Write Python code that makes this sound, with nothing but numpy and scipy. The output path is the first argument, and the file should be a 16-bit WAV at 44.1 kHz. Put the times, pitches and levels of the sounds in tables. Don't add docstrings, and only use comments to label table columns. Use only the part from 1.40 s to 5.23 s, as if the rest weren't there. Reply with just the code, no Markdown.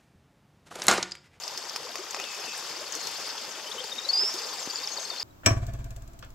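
import sys
import numpy as np
from scipy import signal
from scipy.fft import rfft, irfft, next_fast_len
from scipy.io import wavfile
from scipy.ndimage import uniform_filter1d, map_coordinates

SR = 44100
rng = np.random.default_rng(int(sys.argv[2]) if len(sys.argv) > 2 else 0)


def output_pcm(signal):
    pcm = np.clip(np.atleast_2d(signal).T, -1, 1) * 32767
    wavfile.write(sys.argv[1], SR, np.round(pcm).astype(np.int16))


N = 168903


def amp(db):
    return 10 ** (np.asarray(db) / 20)


def unit(x):
    return x / np.sqrt(np.mean(x ** 2) + 1e-20)


def along(points, hz):
    f, v = np.transpose(points)
    return np.interp(np.log(hz + 1), np.log(f + 1), v)


def filtered(x, response):
    m = next_fast_len(N + SR // 2)
    spectrum = rfft(x, m) * response(np.fft.rfftfreq(m, 1 / SR))
    return irfft(spectrum, m)[..., :N]


def add(track, start_s, sound):
    part = track[round(start_s * SR):][:len(sound)]
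    part += sound[:len(part)]


THIN_HZ = 201


def thin(x):
    return filtered(x, lambda hz: (1j * hz / (THIN_HZ + 1j * hz)) ** 3)


def echo(x, t60_s, db):
    t = np.arange(int(t60_s * SR)) / SR
    tail = rng.standard_normal((2, len(t))) * amp(-60 * t / t60_s) * (t > .002)
    tail = tail / np.linalg.norm(tail[0])
    return amp(db) * signal.fftconvolve(x[None], tail, axes=1)[:, :N]


def patchy_noise(spectrum, patchy_db):
    z = signal.stft(rng.standard_normal((2, N)), nperseg=512)[2]
    field = uniform_filter1d(rng.standard_normal(z.shape[1:]), 16, 0)
    field = uniform_filter1d(field, 3, 1)
    pair = signal.istft(z * amp(patchy_db * unit(field)), nperseg=512)[1][:, :N]
    return unit(filtered(pair, lambda hz: amp(along(spectrum, hz))))


def grains(kind, rise):
    rate, pitch_hz, spread, cycles, size_db, db = kind
    z = rng.standard_normal((2000, 1))
    when = rng.random((2000, 1))
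    size = np.minimum(rng.exponential(size=(2000, 1)), 3)
    z, when, size = (draw[:int(rate * N / SR)] for draw in (z, when, size))
    hz = np.clip(pitch_hz * np.exp(spread * z), pitch_hz / 2, 15000)
    k = np.arange(int(2 * cycles * SR / pitch_hz))
    life = k / SR * hz / cycles
    envelope = amp(size_db * size - 37 * life) * (1 - np.exp(-12 * life))
    sound = envelope * np.sin(2 * np.pi * cycles * (life + rise * life * life / 2))
    position = (when * N).astype(int) + k
    return amp(db) * unit(np.bincount(position.ravel(), sound.ravel(), minlength=N)[:N])


# [t/s, level/dB]
FLOW = [(0, -45), (.65, -46.5), (.95, -43), (1.3, -41.5), (1.45, -44.5), (1.7, -40), (2.1, -44.5),
        (2.6, -45), (2.95, -41), (3.83, -45.5)]


def swell_db():
    return np.interp(np.arange(N) / SR, *np.transpose(FLOW))


# [f/Hz, density/dB]
RUSH_SPECTRUM = [(30, -19.5), (173, -11.5), (270, -10.5), (520, -2.5), (694, -7.5), (809, -0.5),
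                 (1440, -3.5), (3000, -8), (3900, -7), (6600, -120)]
HISS_SPECTRUM = [(1500, -33), (2500, -5.5), (3700, -2), (5000, 8), (5860, 2), (6600, -1), (9870, -13.5),
                 (11800, -10.5), (14000, -18), (15600, -24)]
# [rate/(1/s), f/Hz, pitch spread/ln, life/cycles, size spread/dB, rms level/dB]
BUBBLES = [(71.4, 446, 0.28, 14.2, 1.5, -52.5), (149, 802.6, 0.395, 17, 5, -50.5),
           (450, 5000, 0.43, 7.9, 5.5, -51.5)]
# [t/s, f/Hz, level/dB]
GURGLES = [(.447, 443, -37), (.588, 343, -33.5), (.995, 380, -40), (1.411, 548, -36.5), (1.555, 289, -41),
           (2.365, 415, -39), (2.402, 464, -34), (2.44, 790, -36.5), (2.662, 504, -37.5), (2.826, 358, -34),
           (2.94, 332, -34)]
RUSH_DB, HISS_OVER_FLOW_DB = -44, 3
RUSH_FOLLOWS = 0.71
BUBBLE_RISE, GURGLE_CYCLES = 0.26, 12


def stream():
    fizz_db = swell_db()
    rush_db = RUSH_FOLLOWS * (fizz_db - fizz_db.mean()) + RUSH_DB
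    rush = amp(rush_db) * patchy_noise(RUSH_SPECTRUM, patchy_db=2.0)
    fizz = amp(fizz_db + HISS_OVER_FLOW_DB) * patchy_noise(HISS_SPECTRUM, patchy_db=2.5)
    drops = np.array([sum(grains(kind, BUBBLE_RISE) for kind in BUBBLES) for channel in range(2)])
    for start_s, hz, db in GURGLES:
        life = np.linspace(0, 1, int(GURGLE_CYCLES * SR / hz))
        tone = np.sin(2 * np.pi * GURGLE_CYCLES * (life + BUBBLE_RISE * life * life / 2))
        add(drops[0], start_s, amp(db) * np.sin(np.pi * life ** 0.48) * tone)
    return rush + fizz + thin(drops)


# f/Hz, level/dB, t60/s
THUMP = (290, -23, 0.013)
THUMP_S, THUMP_ATTACK_S = 3.274, 0.00038


def puff():
    out, t = np.zeros(N), np.arange(4000) / SR
    hz, db, t60_s = THUMP
    envelope = amp(db - 60 * t / t60_s) * (1 - np.exp(-t / THUMP_ATTACK_S))
    add(out, THUMP_S, envelope * np.cos(2 * np.pi * hz * t))
    return out


# [rate/(1/s), f/Hz, pitch spread/ln, life/cycles, size spread/dB, rms level/dB]
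CRACKLE = [(209, 6020, 0.15, 29, 4.3, -53), (308, 8500, 0.18, 4.2, 7.3, -57)]
# [t/s, level/dB, f/Hz]
POPS = [(.0363, -29.5, 4910), (0.0783, -29.5, 5200), (0.1753, -25.5, 5160), (.295, -30.5, 5100),
        (0.7083, -29.5, 6300), (0.839, -27, 3330), (1.177, -32, 8700), (1.523, -28.5, 6360),
        (1.5511, -27, 6000), (1.671, -24.5, 5370), (1.979, -32, 3200), (2.44, -30, 4640),
        (2.473, -34, 4870), (2.9392, -27, 5260), (3.2075, -39, 5750), (3.2595, -34, 5700)]
POP_Q, POP_T60_S, POP_ATTACK_S = 5.9, 0.029, 0.00023


def fire():
    swell = amp(swell_db() - swell_db().mean())
    out = swell * sum(grains(kind, 0) for kind in CRACKLE)
    t = np.arange(1500) / SR
    for start_s, db, hz in POPS:
        noise = rng.standard_normal(len(t))
        ring = unit(signal.lfilter(*signal.iirpeak(hz, POP_Q, SR), noise))
        add(out, start_s, amp(db - 60 * t / POP_T60_S) * np.minimum(t / POP_ATTACK_S, 1) * ring)
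    return out


# [t/s, ring level/dB, crack level/dB]
KNOCKS = [(.361, -34, -22.5), (.556, -33.5, -27.5), (.746, -32, -29), (.765, -38, -42),
          (.7995, -32.5, -28.5)]
# [f/Hz, level re ring/dB, t60/s]
SPIT_MODES = [(870, -6.5, 0.033), (1230, 7.5, 0.011), (1930, 10, 0.0041), (2470, 1.5, .015)]
SNAP_HZ, SNAP_Q, SNAP_T60_S = 5200, 3.8, 0.021


def spit():
    out, t = np.zeros(N), np.arange(2500) / SR
    for start_s, ring_db, crack_db in KNOCKS:
        ring = 0
        for hz, level_db, t60_s in SPIT_MODES:
            mode_db = level_db + rng.normal(0, 1)
            ring = ring + amp(mode_db - 60 * t / t60_s) * np.sin(2 * np.pi * hz * t)
        noise = rng.standard_normal(len(t))
        crack = unit(signal.lfilter(*signal.iirpeak(SNAP_HZ, SNAP_Q, SR), noise))
        add(out, start_s, amp(ring_db) * ring + amp(crack_db - 60 * t / SNAP_T60_S) * crack)
    return out


EDGE_S = 0.0049
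FAINT_DB = -40.5
FLUTTER_DB, FLUTTER_HZ, BLUR_RAD = 3.5, 146, 0.7


def whistle(length_s, times_s, pitches_hz, db):
    t = np.arange(int(length_s * SR)) / SR
    flutter, blur = (map_coordinates(rng.standard_normal(80), [t * FLUTTER_HZ * k]) * (db < FAINT_DB)
                     for k in (1, 2))
    edge = np.minimum(t, length_s - t) / min(EDGE_S, length_s / 2)
    fade = np.sin(np.pi / 2 * np.clip(edge, 0, 1)) ** 2
    phase = 2 * np.pi * np.cumsum(np.interp(t, times_s, pitches_hz)) / SR + BLUR_RAD * blur
    return amp(db + FLUTTER_DB * np.clip(flutter, -2, 1)) * fade * np.sin(phase)


# [t/s, length/s, start f/Hz, end f/Hz, level/dB]
NOTES = [(1.557, 0.2, 4350, 4170, -41.5), (2.258, 0.033, 2920, 3170, -42),
         (2.312, 0.0173, 3070, 4320, -31.5), (2.378, 0.031, 2970, 3310, -35),
         (2.402, 0.0079, 3520, 3650, -32), (2.515, 0.019, 3840, 3540, -32), (2.58, 0.016, 3814, 3700, -28),
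         (2.646, 0.018, 4010, 3930, -28), (2.686, 0.026, 4500, 4404, -22), (3.118, 0.029, 4700, 4570, -39),
         (3.188, 0.031, 7700, 6800, -42), (3.222, 0.04, 6290, 6140, -39.5), (3.225, .01, 5320, 4960, -28.5),
         (3.296, 0.02, 4810, 4540, -30), (3.326, 0.036, 6900, 7060, -41.5),
         (3.357, 0.0035, 5120, 4540, -19.5), (3.361, 0.014, 7450, 6700, -38.5),
         (3.381, 0.015, 4380, 4520, -33), (3.384, 0.088, 3500, 3900, -48.5), (3.432, .021, 5220, 4220, -31),
         (3.473, 0.0044, 5700, 5100, -20), (3.478, 0.059, 6120, 6350, -41.5),
         (3.515, 0.015, 4330, 4420, -35.5), (3.519, 0.032, 6540, 6700, -39),
         (3.562, 0.025, 4900, 4820, -37), (3.571, 0.0098, 4520, 4320, -27.5),
         (3.582, .015, 3700, 3850, -38), (3.593, 0.063, 7800, 7600, -46.5), (3.591, 0.072, 6410, 6370, -42),
         (3.649, 0.013, 4220, 4430, -34), (3.698, 0.011, 5100, 4030, -26), (3.703, 0.042, 3720, 3530, -40),
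         (3.775, 0.016, 4120, 4430, -33.5), (3.795, 0.014, 5800, 4060, -27), (3.823, .015, 5000, 4700, -25)]
# [t/s, rise/s, length/s, level/dB]
FAR_CALLS = [(0.782, 0.059, 0.177, -43), (1.015, 0.0364, 0.13, -42)]
# [t/s, f/Hz, level/dB]
TRILL = [(2.724, 4940, -58.5), (2.733, 4900, -19.5), (2.754, 4790, -22.5), (2.8, 5076, -21),
         (2.826, 5155, -20.5), (2.842, 5234, -29), (2.859, 5300, -25), (2.892, 5540, -28),
         (2.92, 5840, -56)]
CALL_DROP_S = 0.0224


def birds():
    out = np.zeros(N)
    for start_s, length_s, start_hz, end_hz, db in NOTES:
        add(out, start_s, whistle(length_s, [0, length_s], [start_hz, end_hz], db))
    call_hz = (2400, 3012, 2635, 2577)
    for start_s, rise_s, length_s, db in FAR_CALLS:
        add(out, start_s, whistle(length_s, [0, rise_s, rise_s + CALL_DROP_S, length_s], call_hz, db))
    times_s, hz, db = np.transpose(TRILL)
    t = np.arange(times_s[0], times_s[-1], 1 / SR)
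    phase = 2 * np.pi * np.cumsum(np.interp(t, times_s, hz)) / SR
    add(out, times_s[0], amp(np.interp(t, times_s, db)) * np.sin(phase))
    return out


# [f/Hz, correlation]
ALIKE = [(100, 0.33), (270, 0.71), (800, 1), (3100, 0.88), (6800, 0.46), (15000, 0.052)]
TREES_T60_S, TREES_DB, NEAR_T60_S, NEAR_DB = 0.53, -7, 0.1, -9


def scene():
    near = thin(fire() + spit())
    song = birds()
    pair = stream() + echo(near, NEAR_T60_S, NEAR_DB) + echo(song, TREES_T60_S, TREES_DB)

    def weights(hz):
        angle = np.arccos(np.clip(along(ALIKE, hz), 0, 1)) / 2
        return np.array([np.cos(angle), np.sin(angle)])

    shared, apart = filtered(pair, weights)
    shared = shared + near + song + puff()
    return np.array([shared + apart, shared - apart])


# [f/Hz, left over right/dB]
LEAN = [(200, 3), (2700, 5.5), (3700, 8), (4350, 11.5), (5100, -4.5), (5700, 3), (7000, 13), (9500, -0.5),
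        (12500, -5.5)]
# [f/Hz, left lead/rad]
LEAD = [(3790, -0.21), (4740, 0.2), (5510, 1), (6980, -1.16), (9820, -2.4), (11800, -1.6), (13800, 2)]
NOTCH_HZ, NOTCH_WIDTH_HZ, NOTCH_DB = 4047, 200, -7
BASS_CUT_HZ, TOP_HZ = 60, 15795


def record(dry):
    def ports(hz):
        half = amp(along(LEAN, hz) / 2) * np.exp(.5j * along(LEAD, hz))
        dip = amp(NOTCH_DB * np.exp(-((hz - NOTCH_HZ) / NOTCH_WIDTH_HZ) ** 2))
        bass_cut = (1j * hz / (BASS_CUT_HZ + 1j * hz)) ** 2
        return np.array([half, 1 / half]) * dip * bass_cut * (hz < TOP_HZ)

    return filtered(dry, ports)


dry = scene()
out = record(dry)
output_pcm(out)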